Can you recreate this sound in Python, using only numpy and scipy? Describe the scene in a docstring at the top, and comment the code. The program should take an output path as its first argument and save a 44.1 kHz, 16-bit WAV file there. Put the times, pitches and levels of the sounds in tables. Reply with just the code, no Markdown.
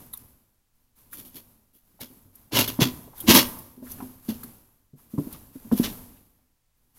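"""A wooden flask of damp foundry sand is worked loose in a steel tub in a backyard, heard close by.
Fittings clink and gloves push through hissing sand at first; then grit grinds on the wall, wood knocks.
From 2.5 s lumps thud on the bottom; strokes and blows peak near 3.3 s, and one steel fitting sings on.
A second burst of thuds comes between 5.1 and 5.9 s, then sand trickles out over still air.
Noise grains make grit and sand, resonators wood and steel; a faint wash answers from tub and house wall."""
import sys
import numpy as np
from scipy import signal
from scipy.fft import rfft, irfft, next_fast_len
from scipy.io import wavfile

SR = 44100
rng = np.random.default_rng(int(sys.argv[2]) if len(sys.argv) > 2 else 0)


def inscribe(sig):
    """Save sig as 16-bit PCM at rate SR to the path in sys.argv[1].

    A 1-D sig is mono; a 2-D sig holds one channel per row.
    Samples are clipped to [-1, 1] before scaling.
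    """
    pcm = np.round(np.clip(np.atleast_2d(sig).T, -1, 1) * 32767)
    wavfile.write(sys.argv[1], SR, pcm.astype(np.int16))


N = 307818

# Flask grinding on sandy steel. Each row: peak time in seconds, relative rasp level in dB,
# swell time in seconds, fine hiss relative to the rasp in dB.
SCRAPE_STROKES = [(1.15, -57.5, .03, 16), (1.195, -50, .04, 10), (1.265, -54.5, .025, 10.5),
                  (1.37, -48, .025, 7.5), (1.761, -69, 0.021, 14.5), (2.018, -39.5, .011, 3),
                  (2.535, -26.5, .009, -7), (2.572, -19, .026, -8), (2.596, -17, .014, -2),
                  (2.679, -29, .002, 0), (2.82, -17, .013, -6.5), (3.292, -15, .013, -5),
                  (3.316, -11, .023, -5), (3.358, -11, .018, 0.5), (3.386, -15, .04, -7.5),
                  (3.92, -55, 0.025, 15), (4.299, -38.5, .012, 1.5), (5.34, -50, .019, -2),
                  (5.724, -42.5, .003, 7.5), (5.777, -38.5, .005, 9), (5.847, -27, 0.013, -5.5)]
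# Hiss of the finest grit on steel. Each row: frequency in Hz, relative level in dB.
FINE_HISS_SPECTRUM = [(2000, -35.5), (6000, -20), (8800, -17), (10500, -3.5), (12300, 0.5), (14500, -3.5),
                      (16000, -12.5)]
# Low drone of the loaded tub. Each row: frequency in Hz, relative level in dB.
DRONE_SPECTRUM = [(25, -26), (65, -12.5), (90, -6.5), (170, -5), (245, 3), (340, -4.5), (440, -8),
                  (600, -14.5), (800, -27.5), (2000, -48.5)]


def from_db(db):
    """Amplitude factor of a level in dB."""
    return 10 ** (np.asarray(db) / 20)


def rms_one(x):
    """Scale a signal to rms 1."""
    return x / np.sqrt(np.mean(x ** 2) + 1e-20)


def since(s):
    """Seconds since the moment s, negative before it."""
    return np.arange(N) / SR - s


def coloured(x, spectrum):
    """Filter a steady signal by a spectrum, drawn straight over log frequency; rms 1."""
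    hz, level_db = np.transpose(spectrum)
    size = next_fast_len(len(x))
    bins_hz = np.maximum(np.arange(size // 2 + 1) * SR / size, 1)
    gain = from_db(np.interp(np.log(bins_hz), np.log(hz), level_db))
    return rms_one(irfft(rfft(x, size) * gain, size)[:len(x)])


def drift(per_s):
    """Slow random wander: straight lines between per_s normal draws a second."""
    knots = rng.standard_normal(4000)
    return np.interp(since(0) * per_s, np.arange(len(knots)), knots)


def grains(spread_db, clump_db):
    """Countless tiny fractures of uneven size that come in clumps."""
    size_db = spread_db * rng.standard_normal(N)
    return rng.standard_normal(N) * from_db(size_db + clump_db * drift(400))


def resonance(x, hz, t60):
    """One mode with gain 1 at its top; it rings down 60 dB in t60 seconds."""
    r = from_db(-60 / (t60 * SR))  # pole radius
    zeros = np.array([1, 0, -1]) * (1 - r * r) / 2
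    poles = [1, -2 * r * np.cos(2 * np.pi * hz / SR), r * r]
    return signal.lfilter(zeros, poles, x + 1e-18)


def dying(t, t60):
    """Full until t = 0, then 60 dB down per t60."""
    return np.exp(-np.minimum(np.log(1000) * np.maximum(t, 0) / t60, 40))


def blow(t, load_s, t60):
    """Builds up while the contact lasts, then dies."""
    return np.clip(t / load_s, 0, 1) * dying(t - load_s, t60)


def add(out, s, sound):
    """Mix a short sound in at time s."""
    start = max(round(s * SR), 0)
    out[start:start + len(sound)] += sound[:N - start]


def scrapes():
    """Each stroke crushes grit against the wall: a coarse rasp, a fine hiss and a drone of the whole tub."""
    # Coarse grit on the wall. Each row: frequency in Hz, relative level in dB.
    grit_spectrum = [(350, -19), (560, 3.5), (740, -7), (1000, 0.5), (1350, -6.5), (2200, -3), (3100, -0.5),
                     (4500, -3), (6500, -5.5), (8300, -18), (11000, -21), (16000, -23.5)]
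    settle_t60_s = 0.18  # the grit comes to rest after each stroke
    # relative drone under a 0 dB stroke; dB of drone per dB of rasp
    drone_db, drone_follows = -6.5, 0.83
    rasp_power, hiss_power, drone_power = np.zeros((3, N))
    for s, level_db, swell_s, hiss_db in SCRAPE_STROKES:
        t = since(s)
        swell = np.exp(-(np.minimum(t, 0) / swell_s) ** 2)
        stroke = swell * dying(t, settle_t60_s)
        rasp_power += (from_db(level_db) * stroke) ** 2
        hiss_power += (from_db(level_db + hiss_db) * stroke) ** 2
        drone_power += (from_db(drone_db + drone_follows * level_db) * stroke) ** 2
    crushing = grains(spread_db=4, clump_db=2.8)
    rasp = from_db(-2.5) * np.sqrt(rasp_power) * coloured(crushing, grit_spectrum)
    hiss = from_db(-1.5) * np.sqrt(hiss_power) * coloured(crushing, FINE_HISS_SPECTRUM)
    drone = np.sqrt(drone_power) * coloured(rng.standard_normal(N), DRONE_SPECTRUM)
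    return rasp + hiss, drone


def thumps():
    """The sand-laden bottom swings at a pitch set by where it is hit, while the lump crumbles on it."""
    # Dull blows on the tub bottom. Each row: start in seconds, relative level in dB,
    # pitch in Hz, 60 dB decay time in seconds.
    bottom_blows = [(1.553, -60.5, 217, .35), (2.002, -43, 258, 0.25), (2.1, -46.5, 254, .2),
                    (2.25, -50.5, 95.4, 0.4), (2.54, -24, 109.7, 0.55), (2.595, -17, 256, 0.017),
                    (2.789, -12, 245, 0.089), (2.812, -11.5, 130, 0.12), (2.854, -18.5, 251.5, 0.15),
                    (3.236, -32, 321, .28), (3.284, -1.5, 241, 0.05), (3.294, -4, 338.5, 0.083),
                    (3.36, -31, 314, 0.099), (3.77, -38, 249.5, 0.34), (3.82, -32.5, 248.4, 0.22),
                    (3.984, -36, 264, 0.22), (4.02, -30, 254, 0.29), (4.285, -17, 221, .17),
                    (4.44, -35, 232, .16), (4.932, -39.5, 142, 0.14), (5.136, -26, 215, 0.15),
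                    (5.178, -15.5, 283.5, 0.15), (5.18, -20, 154, .14), (5.268, -27, 255, 0.064),
                    (5.554, -29.5, 264.6, 0.063), (5.649, -34, 223, .16), (5.715, -12.5, 209, 0.13),
                    (5.728, -10, 208, 0.079), (5.796, -8.5, 237, 0.028), (5.812, -23, 220, 0.23)]
    load_s = .005  # a soft lump takes this long to load the bottom
    out, t = np.zeros(N), np.arange(SR) / SR
    for s, level_db, hz, t60 in bottom_blows:
        swing = np.sin(2 * np.pi * hz * t)
        crumble = from_db(-8.5) * coloured(rng.standard_normal(SR), DRONE_SPECTRUM)
        add(out, s, from_db(level_db) * blow(t, load_s, t60) * (swing + crumble))
    return out


def tub(x, modes):
    """The sheet steel rings on in its modes."""
    return sum(from_db(level_db) * resonance(x, hz, t60) for hz, level_db, t60 in modes)


def knocks(load_s=.002, cycles=6.0, t60_s=0.073):
    """Wood stuttering over the sand: noise through one heavily damped mode, applied twice for steeper sides,
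    makes a hollow tock."""
    # The frame knocking and creaking. Each row: start in seconds, relative level in dB, pitch in Hz.
    frame_knocks = [(.133, -46.5, 1030), (1.128, -43.5, 1450), (1.991, -51, 700), (2.512, -43, 685),
                    (2.788, -25, 567), (3.075, -45.5, 480), (3.131, -46.5, 800), (3.565, -47, 895),
                    (3.825, -42, 480), (3.866, -47.5, 1350), (3.984, -52, 1150), (4.002, -35, 957),
                    (4.026, -45, 802), (4.431, -46, 1303), (4.988, -61.5, 1050), (5.177, -42, 910),
                    (5.31, -50, 910), (5.345, -49.5, 960), (5.713, -33, 860), (5.716, -24.5, 430),
                    (6.17, -62, 2700), (6.385, -67.5, 800)]
    out, t = np.zeros(N), np.arange(SR // 2) / SR
    for s, level_db, hz in frame_knocks:
        stutter = resonance(rng.standard_normal(len(t)), hz, cycles / hz)
        wood = rms_one(resonance(stutter, hz, cycles / (2 * hz)))
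        add(out, s, from_db(level_db) * blow(t, load_s, t60_s) * wood)
    return out


def clinks(load_s=0.0042):
    """A brief chatter of hard contacts: a bright tick and one well-damped ring."""
    # Fittings and grit tapping the steel. Each row: start in seconds, relative tick level in dB,
    # ring frequency in Hz, relative ring level in dB.
    steel_taps = [(.06, -58, 13500, -48), (.127, -46, 11400, -42), (0.133, -33, 3660, -44.5),
                  (.134, -56, 11360, -27), (.172, -35.5, 11200, -44), (1.128, -36, 3500, -55),
                  (2.004, -40, 3940, -49), (2.352, -44.5, 5410, -76), (2.676, -26, 3244, -30.5),
                  (3.177, -42.5, 3500, -55.5), (3.201, -28, 3430, -42), (3.585, -34.5, 5000, -52),
                  (3.915, -31.5, 5800, -44), (4.432, -33.5, 4240, -51.5), (5.324, -34.5, 4574, -49.5)]
    decay_cycles = 210  # every clink dies within the same number of swings, so high ones are shorter
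    out, t = np.zeros(N), np.arange(SR // 2) / SR
    for s, tick_db, hz, ring_db in steel_taps:
        tick = coloured(rng.standard_normal(len(t)), FINE_HISS_SPECTRUM)
        ring_t60 = 16 / hz
        chatter = resonance(rng.standard_normal(len(t)), hz, ring_t60)
        ring = rms_one(resonance(chatter, hz, ring_t60))
        contact = from_db(tick_db) * tick + from_db(ring_db) * ring
        add(out, s, blow(t, load_s, decay_cycles / hz) * contact)
    return out


def fitting():
    """Solid steel keeps singing after the crash has gone: a few decaying sines."""
    # Modes of one fitting. Each row: frequency in Hz, relative level in dB, 60 dB decay time in seconds.
    fitting_modes = [(8769, -35, 0.49), (11200, -28, .22), (12120, -27, .38)]
    t = since(3.356)
    out = np.zeros(N)
    for hz, level_db, t60 in fitting_modes:
        out += from_db(level_db) * (t > 0) * dying(t, t60) * np.sin(2 * np.pi * hz * t)
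    return out


def across_tub(x, count=3):
    """The round wall throws back faint close echoes whose paths change as the hands move: a hollow colour."""
    out, t = x.copy(), since(0)
    for mean_lag_s in np.geomspace(.0007, .003, count):
        lag_s = mean_lag_s * from_db(2.5 * drift(1.5))
        out += from_db(-16) * np.interp(t - lag_s, t, x)
    return out


def sand_flow(start_s):
    """Every push and every scrape sets sand sliding: it builds up, runs while driven, then trickles out."""
    # Gloves pushing through loose sand. Each row: start in seconds, length in seconds, relative level in dB.
    glove_pushes = [(-.1, 0.094, -47.5), (.12, 0.06, -50.5), (0.713, 0.13, -71.5), (0.947, 0.032, -54),
                    (1.09, 0.11, -53), (1.83, 0.34, -64.5), (2.315, 0.075, -55.5), (3.138, 0.13, -42.5),
                    (3.815, 0.23, -46), (4.207, 0.26, -48), (4.953, 0.046, -55), (5.078, 0.062, -52),
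                    (5.152, 0.19, -47), (5.504, 0.24, -51.5), (5.734, 0.088, -35), (6.73, .2, -72.5),
                    (6.934, .05, -53.5)]
    # sand shed by a 0 dB scrape; dB of sand per dB of rasp; how long it pours
    slide_db, slide_follows, slide_s = -36.5, .46, 0.13
    trickle_t60_s = 0.95  # the same pace for every slide

    def slide(s, length_s, level_db):
        t = since(s)
        return from_db(level_db) * np.clip(t / start_s, 0, 1) * dying(t - length_s, trickle_t60_s)

    pushed = np.max([slide(*push) for push in glove_pushes], axis=0)
    shed = np.max([slide(s, slide_s, slide_db + slide_follows * level_db)
                   for s, level_db, _, _ in SCRAPE_STROKES], axis=0)
    return np.hypot(pushed, shed)


def rustle():
    """Damp sand slides in a fine, even hiss; the tub's murmur builds more slowly as sand gathers on it."""
    # Sliding sand. Each row: frequency in Hz, relative level in dB.
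    sand_spectrum = [(300, -19.5), (1000, -2.5), (2000, -10), (4000, -11), (6500, -10), (8700, -9),
                     (10500, -1.5), (12500, 2.5), (14500, -2.5), (16000, -12.5)]
    # Tub murmuring under the sand. Each row: frequency in Hz, relative level in dB.
    murmur_spectrum = [(20, 4.5), (50, 7), (110, 7), (180, 0.5), (245, 6.5), (350, -5), (700, -10.5),
                       (1000, -12), (1500, -26.5), (3500, -35.5), (8000, -46)]
    sliding = grains(spread_db=3, clump_db=.8)
    shifting = grains(spread_db=2, clump_db=1.5)
    hiss = from_db(-2.5) * sand_flow(start_s=0.044) * coloured(sliding, sand_spectrum)
    murmur = from_db(-1) * sand_flow(start_s=0.12) * coloured(shifting, murmur_spectrum)
    return hiss + murmur


def wash(x, t60=0.69, build_s=0.075):
    """Diffuse echoes between tub, paving and house wall: convolution with swelling, dying noise."""
    # Colour of the echoes. 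Each row: frequency in Hz, relative level in dB.
    wash_spectrum = [(60, 1), (250, -4), (500, 1.5), (1000, 1.5), (3000, -13), (6000, -10.5), (9000, -2.5),
                     (13000, 0.5)]
    t = np.arange(2 * SR) / SR
    response = coloured(rng.standard_normal(len(t)), wash_spectrum) * blow(t, build_s, t60)
    return signal.fftconvolve(x, response / np.sqrt(np.sum(response ** 2)))[:N]


def still_air():
    """The quiet yard: steady noise, strongest in the bass."""
    # Colour of the yard. Each row: frequency in Hz, relative level in dB.
    air_spectrum = [(20, -1.5), (120, -15), (300, -28), (1000, -30), (3000, -34), (16000, -33.5)]
    return from_db(-69) * coloured(rng.standard_normal(N), air_spectrum)


def scene():
    """Blows and strokes ring through the tub, over rustling sand and still air."""
    # Modes of the steel wall. Each row: frequency in Hz, relative level in dB, 60 dB decay time in seconds.
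    wall_modes = [(900, 2.5, 0.057), (1550, -2.5, 0.052), (2721, -5.5, 0.13), (2810, 1, 0.066),
                  (2980, 7.5, .12), (3320, 5.5, .05), (3440, 3.5, 0.066), (3660, -6, .15), (3970, 2, 0.12),
                  (4430, 2.5, 0.036), (5249, 5.5, 0.19), (5800, 0, 0.11), (6880, 0.5, 0.16)]
    # Modes of the tub bottom. Each row: frequency in Hz, relative level in dB, 60 dB decay time in seconds.
    bottom_modes = [(87, -10.5, 0.54), (123, -13.5, 0.23), (160, -9.5, 0.12), (248, 0.5, 0.22),
                    (312, -1, 0.39), (620, -16.5, .16), (872, -24.5, .25)]
    rasp, drone = scrapes()
    load = drone + thumps()
    wall = rasp + from_db(-5.5) * tub(rasp, wall_modes)
    bottom = from_db(-2.0) * load + from_db(-7.5) * tub(load, bottom_modes)
    work = across_tub(wall + knocks() + clinks()) + bottom + fitting()
    return (work + from_db(-21.5) * wash(work) + rustle() + still_air())[None]


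def record(dry):
    """The microphone chain rounds the loudest peaks and cuts the top steeply."""
    rounded = 1.233 * np.tanh(dry / 1.383)
    cutoff_hz, ripple_db, stop_db = 15900, .2, 80
    top_cut = signal.ellip(12, ripple_db, stop_db, cutoff_hz, fs=SR, output="sos")
    return signal.sosfilt(top_cut, rounded)


dry = scene()
out = record(dry)
inscribe(out)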